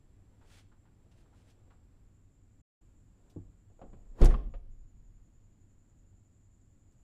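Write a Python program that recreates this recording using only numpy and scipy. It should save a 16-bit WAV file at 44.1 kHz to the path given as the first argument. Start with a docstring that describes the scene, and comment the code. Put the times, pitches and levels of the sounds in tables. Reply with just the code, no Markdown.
"""A low town rumble and faint crickets fill a carport at night. Clothes rub along a car and soles scuff;
a near cricket starts to chirp, and the sound drops out once, briefly. Someone lands in the seat with a
dull knock, bumps the door and slams it: the panel thuds in its modes, the latch snaps and chatters, the
squeezed cabin air booms and loose fittings rattle under the roof. The distant crickets hush, then return."""
import sys
import numpy as np
from scipy import signal
from scipy.fft import rfft, irfft, next_fast_len
from scipy.io import wavfile
from scipy.ndimage import uniform_filter1d, map_coordinates

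SR = 44100
rng = np.random.default_rng(int(sys.argv[2]) if len(sys.argv) > 2 else 0)


def output_pcm(signal):
    """Save a mono or channel-first signal as 16-bit PCM at the path in sys.argv[1].

    Samples are clipped to [-1, 1] before scaling.
    """
    pcm = np.clip(np.atleast_2d(signal).T, -1, 1) * 32767
    wavfile.write(sys.argv[1], SR, np.round(pcm).astype(np.int16))


N = 310006
TIME = np.arange(N) / SR
SLAM_S = 4.217

# spectrum of moving air and dull rubbing: frequency_hz, level_db
AIR_SPECTRUM = [(30, 0.5), (150, 0), (450, 5.5), (1100, -8.5), (2000, -18.5), (5000, -28.5), (12000, -38)]
# spectrum of fine-grained friction: frequency_hz, level_db
GRIT_SPECTRUM = [(300, -2), (1000, -2), (1800, 0.5), (3200, -1), (5000, -5), (9000, -8), (12000, -18),
                 (15500, -21)]


def amp(db):
    """Decibels to amplitude ratio."""
    return 10 ** (np.asarray(db) / 20)


def unit(x):
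    """Scale to rms 1."""
    return x / np.sqrt(np.mean(x ** 2) + 1e-30)


def along(points, hz):
    """Interpolate (frequency_hz, value) points on a log frequency axis."""
    f, values = np.transpose(points)
    return np.interp(np.log(hz + 1), np.log(f + 1), values)


def bell(hz, centre_hz, octaves):
    """A resonance band, Gaussian in log frequency."""
    return np.exp(-.5 * (np.log2((hz + 1) / centre_hz) / octaves) ** 2)


def wobble(rate):
    """Smooth random modulation, rate knots a second."""
    return map_coordinates(rng.standard_normal(int(N * rate / SR) + 4), [TIME * rate])


def noise(gain, size):
    """Random-phase noise of rms 1, its spectrum shaped by gain(hz)."""
    hz = np.fft.rfftfreq(size, 1 / SR)
    return unit(irfft(gain(hz) * np.exp(2j * np.pi * rng.random(len(hz))), size))


def coloured(spectrum):
    """Full-length noise shaped by (frequency_hz, level_db) points."""
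    return noise(lambda hz: amp(along(spectrum, hz)), next_fast_len(N, True))[:N]


def burst(gain, t, t60_s, rise_s):
    """Dense damped modes blur into exponentially decaying noise."""
    envelope = amp(-60 * t / t60_s) * (1 - np.exp(-t / rise_s))
    sound = noise(gain, len(t)) * envelope
    return sound * np.linalg.norm(envelope) / np.linalg.norm(sound)


def swell(peak_s, db, held_s, rise_db_per_s, fall_db_per_s):
    """An envelope that grows exponentially until peak_s, holds and decays."""
    before, after = np.maximum(peak_s - TIME, 0), np.maximum(TIME - peak_s - held_s, 0)
    return amp(db - rise_db_per_s * before - fall_db_per_s * after)


def add(track, start_s, sound):
    """Superpose a sound on a track."""
    part = track[round(start_s * SR):][:len(sound)]
    part += sound[:len(part)]


def ringing(modes, start_s, rise_s):
    """Free vibration after one impact: a sum of damped sinusoids."""
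    out, t = np.zeros(N), np.arange(SR) / SR
    ring = sum(amp(db - 60 * t / t60) * np.sin(2 * np.pi * hz * t) for hz, db, t60 in modes)
    add(out, start_s, ring * (1 - np.exp(-t / rise_s)))
    return out


def town(end_db=-62.5, easing_db=2.5, hum_hz=98, hum_db=-68):
    """Distant sources sum incoherently to a rumble, which eases off beside a faint wavering hum."""
    # night background: frequency_hz, level_db
    spectrum = [(15, -2.5), (35, 1), (65, -4.5), (100, -3), (150, -12), (280, -15), (450, -27), (900, -34),
                (2000, -40), (4000, -47), (9000, -51), (12400, -54), (13200, -56.5), (15500, -65.5)]
    hum = amp(hum_db + 1.7 * wobble(4.2)) * np.sin(2 * np.pi * hum_hz * TIME + wobble(4.5))
    rumble_db = end_db + easing_db * (1 - TIME / TIME[-1]) + 0.49 * wobble(3)
    return amp(rumble_db) * coloured(spectrum) + hum


def far_crickets(start_db=-87.5, growth_db_per_s=0.62, hush_db=15, hush_s=.45, recover_s=0.68, wary_db=-2):
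    """Many songs superpose into narrow-band noise; startled by the slam, they hush and slowly return."""
    startled = np.clip((TIME - SLAM_S) / hush_s, 0, 1)
    fright = np.exp(-np.maximum(TIME - SLAM_S - hush_s, 0) / recover_s)
    db = start_db + growth_db_per_s * TIME + startled * (wary_db - hush_db * fright)
    return amp(db + 1.1 * wobble(25)) * noise(lambda hz: bell(hz, centre_hz=7430, octaves=0.059), N)


def clothes(edge_db_per_s=65, grain_db=1.5, hiss_db=-18):
    """Sliding friction of legs and cloth along the car makes dull noise with a little hiss."""
    # rubs: peak_s, level_db, held_s
    rubs = [(.4, -74.5, 0.079), (1.05, -75.5, .45), (1.58, -74, .11), (3.27, -74.5, 0.049)]
    contact = np.max([swell(*rub, edge_db_per_s, edge_db_per_s) for rub in rubs], axis=0)
    grain = amp(grain_db * wobble(40))
    return contact * grain * (coloured(AIR_SPECTRUM) + amp(hiss_db) * coloured(GRIT_SPECTRUM))


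def feet(t60_s=0.17, rise_s=0.0023, grain_db=1.0):
    """Steps are soft impacts; scuffs are friction noise that follows the pressure of the sole."""
    # shoes landing on paving: start_s, level_db
    steps = [(.412, -65.5), (.715, -67.5), (.853, -69.5), (1.255, -71.5), (1.325, -69), (1.702, -64.5)]
    # spectrum of a step: frequency_hz, level_db
    sole = [(200, -26), (600, -6), (880, 3), (1080, -2.5), (1400, -2), (2200, -14.5), (4000, -22),
            (12000, -48)]
    # soles sliding: peak_s, level_db, held_s
    scuffs = [(0.523, -64.5, 0.073), (1.178, -78, 0.042), (1.375, -77.5, .035), (1.487, -74.5, 0.025)]
    pressure = sum(swell(*scuff, rise_db_per_s=213, fall_db_per_s=480) for scuff in scuffs)
    out = pressure * amp(grain_db * wobble(400)) * coloured(GRIT_SPECTRUM)
    t = np.arange(SR // 4) / SR
    for start_s, db in steps:
        add(out, start_s, amp(db) * burst(lambda hz: amp(along(sole, hz)), t, t60_s, rise_s))
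    return out


def suspension(rise_db_per_s=219, settle_db=-41, settle_db_per_s=20, throb_hz=7.4, throb_db=3):
    """A damped mass on springs: the car body rumbles at each jolt and throbs as it settles."""
    # jolts from weight, pull and slam: peak_s, level_db, held_s, fall_db_per_s
    jolts = [(.42, -58.5, 0.063, 101), (3.39, -53, .11, 204), (3.82, -53, .3, 100), (4.3, -32, .04, 115)]
    # spectrum of the rocking body: frequency_hz, level_db
    sway = [(12, -7), (24, 4), (40, 1), (70, -15), (110, -19.5), (200, -38), (500, -80)]
    rock = sum(swell(peak_s, db, held_s, rise_db_per_s, fall) for peak_s, db, held_s, fall in jolts)
    last_s = jolts[-1][0]
    throb = amp(throb_db * np.cos(2 * np.pi * throb_hz * (TIME - last_s)))
    settle = throb * swell(last_s, settle_db, 0, rise_db_per_s, settle_db_per_s)
    return (rock + settle) * coloured(sway)


def clicks(tick_octaves=0.93, tick_t60_s=0.12, snap_octaves=0.58, clunk_t60_s=0.085, rise_s=0.002):
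    """Small struck parts resonate in their own bands; heavier fittings excite the door's cavity."""
    # small hard things ticking: start_s, level_db, centre_hz
    ticks = [(1.113, -71.5, 3040), (1.497, -70.5, 3970), (3.297, -69, 4200), (6.92, -81, 5500)]
    # latch and lock snapping: start_s, level_db, centre_hz, t60_s
    snaps = [(4.185, -58, 1000, 0.19), (4.213, -47, 4800, 0.11), (4.229, -44, 2470, 0.13),
             (4.2447, -35, 7200, 0.03), (4.2546, -36, 5530, 0.047), (4.2546, -39.5, 1350, 0.065),
             (4.306, -43.5, 1130, 0.12), (4.34, -44.5, 2090, 0.026)]
    # hinge stay and fittings clunking: start_s, level_db, tilt_db_per_octave
    clunks = [(3.700, -63.5, -8), (3.791, -54, -6), (3.814, -44, -2.5), (3.930, -61, 3), (4.537, -46.5, 3)]
    # resonances of the hollow door: centre_hz, width_octaves, level_db
    cavity = [(550, .27, 2.5), (1033, .34, -11.5), (2200, 0.59, -25.5)]
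    out, t = np.zeros(N), np.arange(SR // 4) / SR
    for start_s, db, centre_hz in ticks:
        tick = burst(lambda hz: bell(hz, centre_hz, tick_octaves), t, tick_t60_s, rise_s)
        add(out, start_s, amp(db) * tick)
    for start_s, db, centre_hz, t60_s in snaps:
        snap = burst(lambda hz: bell(hz, centre_hz, snap_octaves), t, t60_s, rise_s)
        add(out, start_s, amp(db) * snap)
    for start_s, db, tilt in clunks:
        def hollow(hz):
            return sum(amp(level + tilt * np.log2(f)) * bell(hz, f, width) for f, width, level in cavity)
        add(out, start_s, amp(db) * burst(hollow, t, clunk_t60_s, rise_s))
    return out


def near_cricket(wing_hz=7062, wing_db=-3, pulse_hz=11.0, depth=0.37, edge_db_per_s=396):
    """Stridulation: a wing tone and its rasp, amplitude-modulated in nearly even pulses."""
    # bouts of song: start_s, level_db, held_s
    bouts = [(2.08, -89, 1.55), (3.72, -84.5, .5), (4.51, -84, 0.056), (4.72, -83.5, 2.4)]
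    drift_rad = 0.62 * wobble(3)
    song = np.zeros(N)
    for start_s, db, held_s in bouts:
        pulses = 1 + depth * np.cos(2 * np.pi * pulse_hz * (TIME - start_s) + drift_rad)
        song += pulses * swell(start_s, db, held_s, edge_db_per_s, edge_db_per_s)
    wing = np.sin(2 * np.pi * wing_hz * TIME + .6 * wobble(25))
    rasp = noise(lambda hz: bell(hz, centre_hz=7010, octaves=0.058), N)
    return song * unit(amp(wing_db) * wing + rasp)


def seat(start_s=3.362, rattle_db=-57.0):
    """Structure-borne sound: a body drops into the seat, knocking the floor pan and rattling the trim."""
    # modes of the loaded seat: pitch_hz, level_db, t60_s
    modes = [(98.7, -37, 0.2), (165.3, -36, 0.11), (267, -42, 0.13), (303, -33.5, 0.087),
             (347, -44.5, 0.15), (442, -43, 0.069), (855, -65.5, 0.13), (1135, -67, 0.088)]
    out, t = ringing(modes, start_s, rise_s=0.0025), np.arange(SR // 4) / SR
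    rattle = burst(lambda hz: bell(hz, centre_hz=380, octaves=0.65), t, t60_s=.16, rise_s=.0034)
    add(out, start_s, amp(rattle_db) * rattle)
    return out


def door_panel(ring_db=-4, rise_s=0.0011, ring_t60_s=0.15, reference_hz=350):
    """Impacts ring the door's plate modes over a noisy thud; a soft contact acts as a low-pass filter."""
    # blows on the door: start_s, level_db, cutoff_hz, thud_t60_s
    blows = [(3.814, -54, 1200, 0.23), (3.836, -50, 995, 0.11), (3.93, -51, 1700, .1),
             (4.208, -26.5, 793, 0.079), (4.216, -26, 3970, 0.098), (4.236, -26, 2000, 0.12),
             (4.254, -30.5, 2970, 0.088), (4.291, -39, 2980, 0.15), (4.307, -40, 4000, 0.16),
             (4.350, -42, 800, 0.13), (4.537, -56.5, 1500, 0.091)]
    # modes of the door skin: pitch_hz, level_db
    modes = [(103, -7), (128, 2.5), (222, -7.5), (285, -5), (354, 3.5), (423, -0.5), (454, -5.5), (497, -6),
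             (597, 2), (798, -3), (1099, -9), (1394, -19)]
    # spectrum of the dense, short-lived modes: frequency_hz, level_db
    thud_spectrum = [(30, -15.5), (90, -6), (250, 4.5), (400, -5), (620, -3.5), (850, -12), (1200, -18),
                     (1800, -22), (3500, -26.5), (6500, -38), (10000, -21.5), (15000, -45)]
    out, t = np.zeros(N), np.arange(SR // 2) / SR
    mode_hz, mode_db = np.transpose(modes)[:, :, None]
    mode_t60_s = ring_t60_s * np.sqrt(reference_hz / mode_hz)  # higher modes die sooner
    for start_s, db, cutoff_hz, t60_s in blows:
        contact = lambda hz: 1 / np.sqrt(1 + (hz / cutoff_hz) ** 4)
        thud = burst(lambda hz: amp(along(thud_spectrum, hz)) * contact(hz), t, t60_s, rise_s)
        strength = amp(mode_db + 2 * rng.standard_normal(mode_hz.shape)) * contact(mode_hz)
        partials = np.sin(2 * np.pi * (mode_hz * t + rng.random(mode_hz.shape)))
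        ring = np.sum(strength * partials * amp(-60 * t / mode_t60_s), axis=0)
        ring *= (1 - np.exp(-t / rise_s)) / np.linalg.norm(strength)
        add(out, start_s, amp(db) * (thud + amp(ring_db) * ring))
    return out


def door_air(pull_s=3.87, lead_s=0.0091, seal_db_per_s=750):
    """Flow noise: air slips past the swinging door, then rushes from the gap until the seal shuts."""
    flow = swell(pull_s, db=-75, held_s=SLAM_S - pull_s, rise_db_per_s=240, fall_db_per_s=seal_db_per_s)
    puff = swell(SLAM_S - lead_s, db=-42.5, held_s=.023, rise_db_per_s=540, fall_db_per_s=seal_db_per_s)
    return (flow + puff) * coloured(AIR_SPECTRUM)


def cabin_boom():
    """Cavity resonance: the closing door compresses the cabin air, which booms."""
    # modes of the cabin air and large panels: pitch_hz, level_db, t60_s
    modes = [(31.54, -5, 0.36), (54.85, -19.5, 0.57), (101.5, -17.5, 0.23), (127.8, -24.5, 0.32),
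             (214, -33, 0.16), (351.4, -28, 0.22), (438.5, -28, 0.18)]
    return ringing(modes, SLAM_S, rise_s=0.0045)


def latch_claw():
    """Elastic rebound: the door springs back against its latch, which chatters."""
    # modes of the claw: pitch_hz, level_db, t60_s
    modes = [(1052, -41, 0.031), (1140, -30.5, 0.028), (1300, -47, 0.021), (1610, -48, .03),
             (2680, -49.5, 0.028), (3150, -53.5, 0.022), (3500, -68, .035)]
    # contacts on the rebound: start_s, gain_db
    contacts = [(4.3417, -1), (4.3474, 0.5)]
    return sum(amp(db) * ringing(modes, start_s, rise_s=0.00086) for start_s, db in contacts)


def carport(sound, build_s=0.015):
    """Reverberation: roof, walls and parked cars return a diffuse tail whose treble dies first."""
    # reverberation time: frequency_hz, t60_s
    decay_times = [(60, 1), (300, 0.47), (700, 0.47), (1300, 0.35), (3000, 0.47), (7000, 0.3), (14000, .16)]
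    hz, t, spectra = signal.stft(rng.standard_normal(SR), SR, nperseg=256)
    envelope = amp(-60 * t / along(decay_times, hz)[:, None]) * (1 - np.exp(-t / build_s))
    tail = signal.istft(spectra * envelope, SR, nperseg=256)[1]
    return signal.fftconvolve(sound, tail / np.linalg.norm(tail))[:N]


def scene():
    """Direct and reverberant sound superpose at one point in front of the car."""
    body = door_panel() + door_air() + clothes()
    snaps, knock, steps = clicks() + latch_claw(), seat(), feet()
    room = carport(amp(-13) * body + amp(-17) * snaps + amp(-19) * knock + amp(-16) * steps)
    car = body + snaps + knock + cabin_boom() + suspension()
    return (car + steps + room + near_cricket() + far_crickets() + town())[None]


def record(dry):
    """A gate cuts the sound for a moment; a sharp low-pass filter limits the bandwidth."""
    # the dropout: start_s, end_s
    gap = (2.615, 2.812)
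    top_hz = 15600
    gate = uniform_filter1d(1. * ((TIME < gap[0]) | (TIME > gap[1])), size=256)
    size = next_fast_len(N + SR // 2)
    passband = np.fft.rfftfreq(size, 1 / SR) < top_hz
    return irfft(rfft(dry * gate, size) * passband, size)[..., :N]


dry = scene()
out = record(dry)
output_pcm(out)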